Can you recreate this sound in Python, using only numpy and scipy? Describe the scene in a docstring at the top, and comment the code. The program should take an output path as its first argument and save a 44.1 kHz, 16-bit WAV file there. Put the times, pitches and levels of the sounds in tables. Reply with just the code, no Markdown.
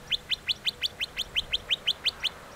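"""On an open hillside, a nuthatch on a boulder whistles thirteen quick rising chirps, nearly six a second.
Each is one upward frequency sweep with weak overtones, rippled by interference with its reflection
off the rock and returned faintly by the slope. Far birds call thinly behind it, over steady air,
a distant rush with a faint hum and a wavering tone, and a little wind on the microphone."""
import sys
import numpy as np
from scipy import signal
from scipy.fft import rfft, irfft
from scipy.io import wavfile
from scipy.ndimage import uniform_filter1d

SR = 44100
rng = np.random.default_rng(int(sys.argv[2]) if len(sys.argv) > 2 else 0)


def unload_audio(sound):
    """Save the sound as a 16-bit wav file, at the path given as the first command line argument."""
    columns = np.transpose(np.atleast_2d(sound))
    # keep every value between -1 and 1, then stretch to whole-number steps
    steps = np.round(np.clip(columns, -1, 1) * 32767)
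    wavfile.write(sys.argv[1], SR, steps.astype(np.int16))


N = 112454
TIME = np.arange(N) / SR
FREQS = np.arange(N // 2 + 1) * SR / N
MS = 1 / 1000


def undb(db):
    """Amplitude ratio: tenfold for every 20 dB."""
    return 10 ** (np.asarray(db) / 20)


def envelope(points):
    """Amplitude envelope through (time [s], level [dB]) points."""
    return undb(np.interp(TIME, *np.array(points).T))


def response(hz, points):
    """Frequency response: the gain at hz of a (frequency [Hz], level [dB]) curve."""
    f, db = np.array(points, float).T
    return undb(np.interp(np.log(hz + 1), np.log(f), db))


def noise(gain):
    """Spectral shaping: white noise weighted at each frequency, then scaled to rms 1."""
    x = irfft(rfft(rng.standard_normal(N)) * gain, N)
    return x / np.sqrt(np.mean(x ** 2))


def band(hz, width_hz):
    """Resonance: noise concentrated around one frequency."""
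    detuning = (FREQS ** 2 - hz ** 2) / (2 * (FREQS + 1) * width_hz)
    return noise(1 / (1 + 2 * detuning ** 2))


def drift(rate_hz):
    """Random modulation: low-pass noise of rms 1."""
    return noise(np.exp(-(FREQS / rate_hz) ** 2))


def delay(x, seconds):
    """Travel time as a phase lag proportional to frequency."""
    return irfft(rfft(x) * np.exp(-2j * np.pi * FREQS * seconds), N)


# Spectrum of still air and distance (frequency [Hz], relative level [dB])
AIR_SPECTRUM = [(15, -10), (25, 2), (64, -2), (122, -2), (183, -3), (340, -7), (410, -6), (1020, -10),
                (1450, -8), (2060, -12.5), (2700, -16), (4150, -16.5), (4750, -21.5), (7700, -22),
                (15500, -30.5)]


def air():
    """Ambient noise: a broad, nearly steady spectrum that falls toward the treble."""
    return undb(-49.5 + 0.22 * drift(18)) * noise(response(FREQS, AIR_SPECTRUM))


# Swell of the distant rush (time [s], upper band level [dB], lower band level [dB])
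RUSH_SWELL = [(0, -83, -58.5), (.45, -82, -63), (.78, -66, -59.5), (1.1, -56, -56), (1.72, -57, -53.5),
              (2.23, -47.5, -56), (2.55, -53, -53)]


def distant_rush():
    """Amplitude modulation: two broad noise bands swell separately."""
    times, upper_db, lower_db = np.array(RUSH_SWELL).T
    upper = undb(np.interp(TIME, times, upper_db)) * band(1190, width_hz=770)
    lower = undb(np.interp(TIME, times, lower_db)) * band(583, width_hz=215)
    return upper + lower


# Bands of the distant hum (frequency [Hz], width [Hz], level [dB])
HUM_BANDS = [(79.7, 3.8, -63.5), (122.8, 4.8, -69), (151.3, 3.4, -64), (208.5, 7.1, -65.5),
             (394.6, 2.6, -67)]


def distant_hum():
    """Narrowband noise: bands a few hertz wide are heard as low, unsteady pitches."""
    return sum(undb(db) * band(hz, width) for hz, width, db in HUM_BANDS)


# Strength of the gusts (time [s], level [dB])
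GUSTS = [(0, -52.5), (.15, -53), (.25, -58), (1.08, -61.5), (1.16, -53), (1.3, -51.5), (1.42, -43),
         (1.53, -44.5), (1.6, -50.5), (1.9, -68), (2.2, -52.5), (2.32, -67), (2.55, -59)]
# Spectrum of their rumble (frequency [Hz], relative level [dB])
GUST_SPECTRUM = [(15, 1), (40, 7.5), (80, 1.5), (160, -8), (400, -26), (1500, -61)]


def wind():
    """Turbulence: gusts on the microphone make low-frequency pressure fluctuations."""
    flutter = undb(0.55 * drift(12))
    return envelope(GUSTS) * flutter * noise(response(FREQS, GUST_SPECTRUM))


# Coming and going of a faint tone above the hum (time [s], rms level [dB])
TONE_SWELL = [(0, -57.5), (.17, -58), (.26, -65), (.65, -69), (.74, -53.5), (.88, -59.5), (1, -65),
              (1.38, -65.5), (1.55, -57), (2.5, -64)]


def far_tone():
    """Random frequency modulation: a pure tone wavers by about one percent."""
    hz = 490 * (1 + 0.01195 * drift(9.93))
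    return envelope(TONE_SWELL) * np.sqrt(2) * np.sin(2 * np.pi * np.cumsum(hz) / SR)


def reverberation(x, t60_s, dull_hz):
    """Diffuse reflection: many small echoes, weak in treble, decay exponentially."""
    tail = noise(1 / (1 + (FREQS / dull_hz) ** 2)) * undb(-60 * TIME / t60_s)
    return signal.fftconvolve(x, tail / np.sqrt(np.sum(tail ** 2)))[:N]


def whistles(calls, length_s, start_hz, top_hz, turn):
    """Frequency glide: the pitch follows a parabola, peaking at the fraction turn of each call."""
    out = np.zeros(N)
    waver = 1 + 0.0042 * drift(300)
    for start, db in calls:
        on = (TIME > start) & (TIME < start + length_s)
        progress = (TIME[on] - start) / length_s
        hz = (top_hz - (top_hz - start_hz) * (progress / turn - 1) ** 2) * waver[on]
        swell = np.sin(np.pi * progress ** 0.73)
        out[on] += undb(db) * swell * np.sin(2 * np.pi * np.cumsum(hz) / SR)
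    return out


# Arched calls of a far bird (time [s], level [dB])
ARCHED_CALLS = [(.069, -49), (.333, -48), (.553, -48), (.858, -48.5), (1.227, -49.5), (1.575, -53.5),
                (2.197, -48), (2.514, -51.5)]
# Thin falling pips, farther off (time [s], level [dB])
FALLING_PIPS = [(.207, -58), (.417, -57), (.529, -58), (.745, -55), (.963, -60), (1.288, -52.5),
                (1.671, -58), (1.768, -57), (2.108, -59)]
# One soft, nearly level whistle (time [s], level [dB])
SOFT_WHISTLE = [(.03, -53)]


def far_birds():
    """Direct and reverberant sound: faint pure-tone calls, each with a short tail."""
    calls = whistles(ARCHED_CALLS, length_s=.028, start_hz=4200, top_hz=5850, turn=.58)
    calls += whistles(FALLING_PIPS, length_s=.016, start_hz=7600, top_hz=7720, turn=.28)
    calls += whistles(SOFT_WHISTLE, length_s=.14, start_hz=1627, top_hz=1770, turn=.58)
    return calls + undb(-12) * reverberation(calls, t60_s=.16, dull_hz=9000)


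# Strength of the hillside echo, greatest in mid-series (time [s], gain [dB])
ECHO_GAIN = [(0, -28), (.9, -22.5), (1.6, -22.5), (1.9, -29), (2.55, -28)]


def hillside(x, echo_s=.055, echo_hz=3280, half_width_hz=150):
    """Reflection: scatter from nearby stones, a faint longer tail and one narrowband echo."""
    stones = reverberation(delay(x, seconds=.0034), t60_s=.07, dull_hz=8800)
    tail = reverberation(x, t60_s=.24, dull_hz=7100)
    passband = 1 / np.hypot(1, (FREQS - echo_hz) / half_width_hz)
    echo = irfft(rfft(delay(x, echo_s)) * passband, N)
    return undb(-26) * (stones + tail) + envelope(ECHO_GAIN) * echo


def rock_reflection(x, delay_ms, strength):
    """Interference: a sweep and its delayed copy alternately reinforce and cancel."""
    return x + strength * np.roll(x, int(round(delay_ms * MS * SR)))


# Points in a chirp (stage [-1 scoop, 0 rise, 1 shoulder, 2 flick, 3 release begins; 4 end])
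STAGES = [-1, 0, .5, 1, 2, 2.5, 3, 4]
# Vocal effort at those points (relative level [dB])
STAGE_DB = [-30, -24.5, -11, -2.5, -0.5, -1.3, -4, -13.8]
# Balance of harmonics 2 to 6 (level offset [dB])
HARMONIC_DB = [3, -0.5, -13.5, -13, -5]
# Filtering of the overtones by throat and bill (frequency [Hz], gain [dB])
VOCAL_TRACT = [(2800, 17), (4500, -3.5), (6500, -5), (8500, 0.5), (10000, -6.5), (11800, -6), (13600, 10),
               (15500, 7)]


def voice(hz, stage, low_db, high_db, onset_db, flicker):
    """Source and filter: a strong fundamental, with overtones coloured by throat and bill."""
    phase = 2 * np.pi * np.cumsum(hz) / SR

    def partial(k, db):
        """Overtone at k times the fundamental, silent above the Nyquist frequency."""
        return undb(db) * response(k * hz, VOCAL_TRACT) * (k * hz < SR / 2) * np.sin(k * phase)

    onset = np.clip(2 * (1.1 - stage), 0, 1)
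    tone = np.sin(phase) + partial(2, low_db + HARMONIC_DB[0] + onset_db * onset + flicker[0])
    for k in range(3, 7):
        tone += partial(k, high_db + HARMONIC_DB[k - 2] + 5 * flicker[k - 2])
    # Period doubling adds half-integer partials around the start of the flick.
    doubling = np.exp(-((stage - 2) / .27) ** 2)
    for k in (2.5, 3.5):
        tone += doubling * partial(k, low_db - 7.5)
    return tone * undb(np.interp(stage, STAGES, STAGE_DB))


def chirp(row, jitter, shimmer_db, flicker, rasp):
    """Frequency sweep: a raspy catch, a fast rise, a slower shoulder and a last upward flick."""
    start, rise_ms, shoulder_ms, flick_ms, rise_hz, shoulder_hz, top_hz = row[:7]
    db, low_db, high_db, rock_ms, rock_strength, onset_db, rasp_db = row[7:]
    scoop_ms, release_ms, scoop_hz, start_hz = 4, 4, 1000, 1340
    knots = start + MS * np.cumsum([-scoop_ms, scoop_ms, rise_ms, shoulder_ms, flick_ms, release_ms])
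    on = (TIME > knots[0]) & (TIME < knots[-1])
    t = TIME[on]
    stage = np.interp(t, knots, np.arange(-1, 5))
    hz = np.interp(t, knots, [scoop_hz, start_hz, rise_hz, shoulder_hz, top_hz, .98 * top_hz])
    hz = uniform_filter1d(hz, int(3 * MS * SR), mode="nearest") * (1 + jitter[on])
    tone = voice(hz, stage, low_db, high_db, onset_db, flicker[:, on])
    # Every chirp starts about equally loud; its own strength shows as the rise goes on.
    level_db = db + (-20 - db) * np.clip(2.1 * (1 - stage), 0, 1)
    fade = np.clip((knots[-1] - t) / MS, 0, 1)
    catch = np.exp(-np.minimum(((TIME - start + .67 * MS) / (10 * MS)) ** 2, 20))
    out = undb(rasp_db) * catch * rasp
    out[on] += tone * fade * undb(level_db + shimmer_db[on])
    return rock_reflection(out, rock_ms, rock_strength)


# The nuthatch's chirps (time [s], rise [ms], shoulder [ms], flick [ms], pitch after rise [Hz],
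# pitch after shoulder [Hz], top pitch [Hz], base level [dB], low overtone offset [dB],
# high overtone offset [dB], rock delay [ms], rock reflection [ratio],
# second harmonic offset at onset [dB], rasp level [dB])
SONG = [(0.1056, 17.3, 23.0, 3.0, 2870.0, 3610.0, 4250.0, -20.1, -28.0, -33.0, 1.98, 0.54, 0, -45),
        (0.3001, 17.2, 16.0, 4.9, 2820.0, 3550.0, 4280.0, -20.7, -25.0, -33.0, 1.98, 0.7, 7, -44),
        (0.4732, 20.2, 16.3, 8.1, 2790.0, 3540.0, 4390.0, -19.6, -27.0, -34.0, 1.99, 0.55, 0, -48),
        (0.6516, 21.9, 10.2, 8.2, 2990.0, 3480.0, 4440.0, -19.2, -23.0, -30.0, 1.98, 0.57, 7, -47),
        (0.8168, 22.0, 16.9, 4.8, 2990.0, 3610.0, 4620.0, -21.7, -22.0, -27, 1.99, 0.7, 3, -50),
        (0.9982, 16.1, 21.9, 7.2, 2550.0, 3320.0, 4340.0, -23.8, -19.0, -29.0, 1.96, 0.47, -14, -47),
        (1.172, 20.1, 22.2, 3.8, 2920.0, 3590.0, 4390.0, -24.9, -15, -25.0, 1.92, 0.7, 0, -46),
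        (1.3512, 18.6, 23.0, 3.5, 2730.0, 3330.0, 4040.0, -19.3, -23.0, -30.0, 1.95, 0.47, -16, -49),
        (1.5185, 20.5, 14.3, 2.0, 2980.0, 3490.0, 4100.0, -19.0, -26.0, -36.0, 1.93, 0.59, -14, -48),
        (1.6913, 22.5, 17.0, 9.1, 2720.0, 3210.0, 3850.0, -18.5, -25.0, -35.0, 1.62, 0.4, -10, -47),
        (1.8642, 15.3, 26.3, 4.8, 2890.0, 3470.0, 4310.0, -18.9, -25.0, -33.0, 1.97, 0.58, 1, -47),
        (2.0446, 18.6, 17.4, 8.0, 2720.0, 3450.0, 4520.0, -18.7, -24.0, -32.0, 1.97, 0.54, 0, -48),
        (2.2272, 21.0, 19.6, 4.8, 2780.0, 3480.0, 4320.0, -20.8, -21.0, -30.0, 1.97, 0.62, 0, -49)]


def nuthatch():
    """Jitter and shimmer: pitch and level vary slightly, and each overtone flickers on its own."""
    jitter, shimmer_db = .0015 * drift(780), .15 * drift(570)
    flicker = np.tanh([drift(110) for _ in HARMONIC_DB])
    rasp = band(2045, width_hz=580)
    return sum(chirp(row, jitter, shimmer_db, flicker, rasp) for row in SONG)


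def scene():
    """Superposition: background, far birds, reflections and the near bird add in one channel."""
    song = nuthatch()
    birds = far_birds()
    reflections = hillside(song)
    background = air() + distant_rush() + distant_hum() + wind() + far_tone()
    return (background + birds + reflections + song)[None]


def record(dry, cutoff_hz=15650):
    """Band limiting: a steep low-pass filter removes the highest treble."""
    return signal.sosfilt(signal.ellip(12, .1, 80, cutoff_hz, fs=SR, output="sos"), dry)


dry = scene()
out = record(dry)
unload_audio(out)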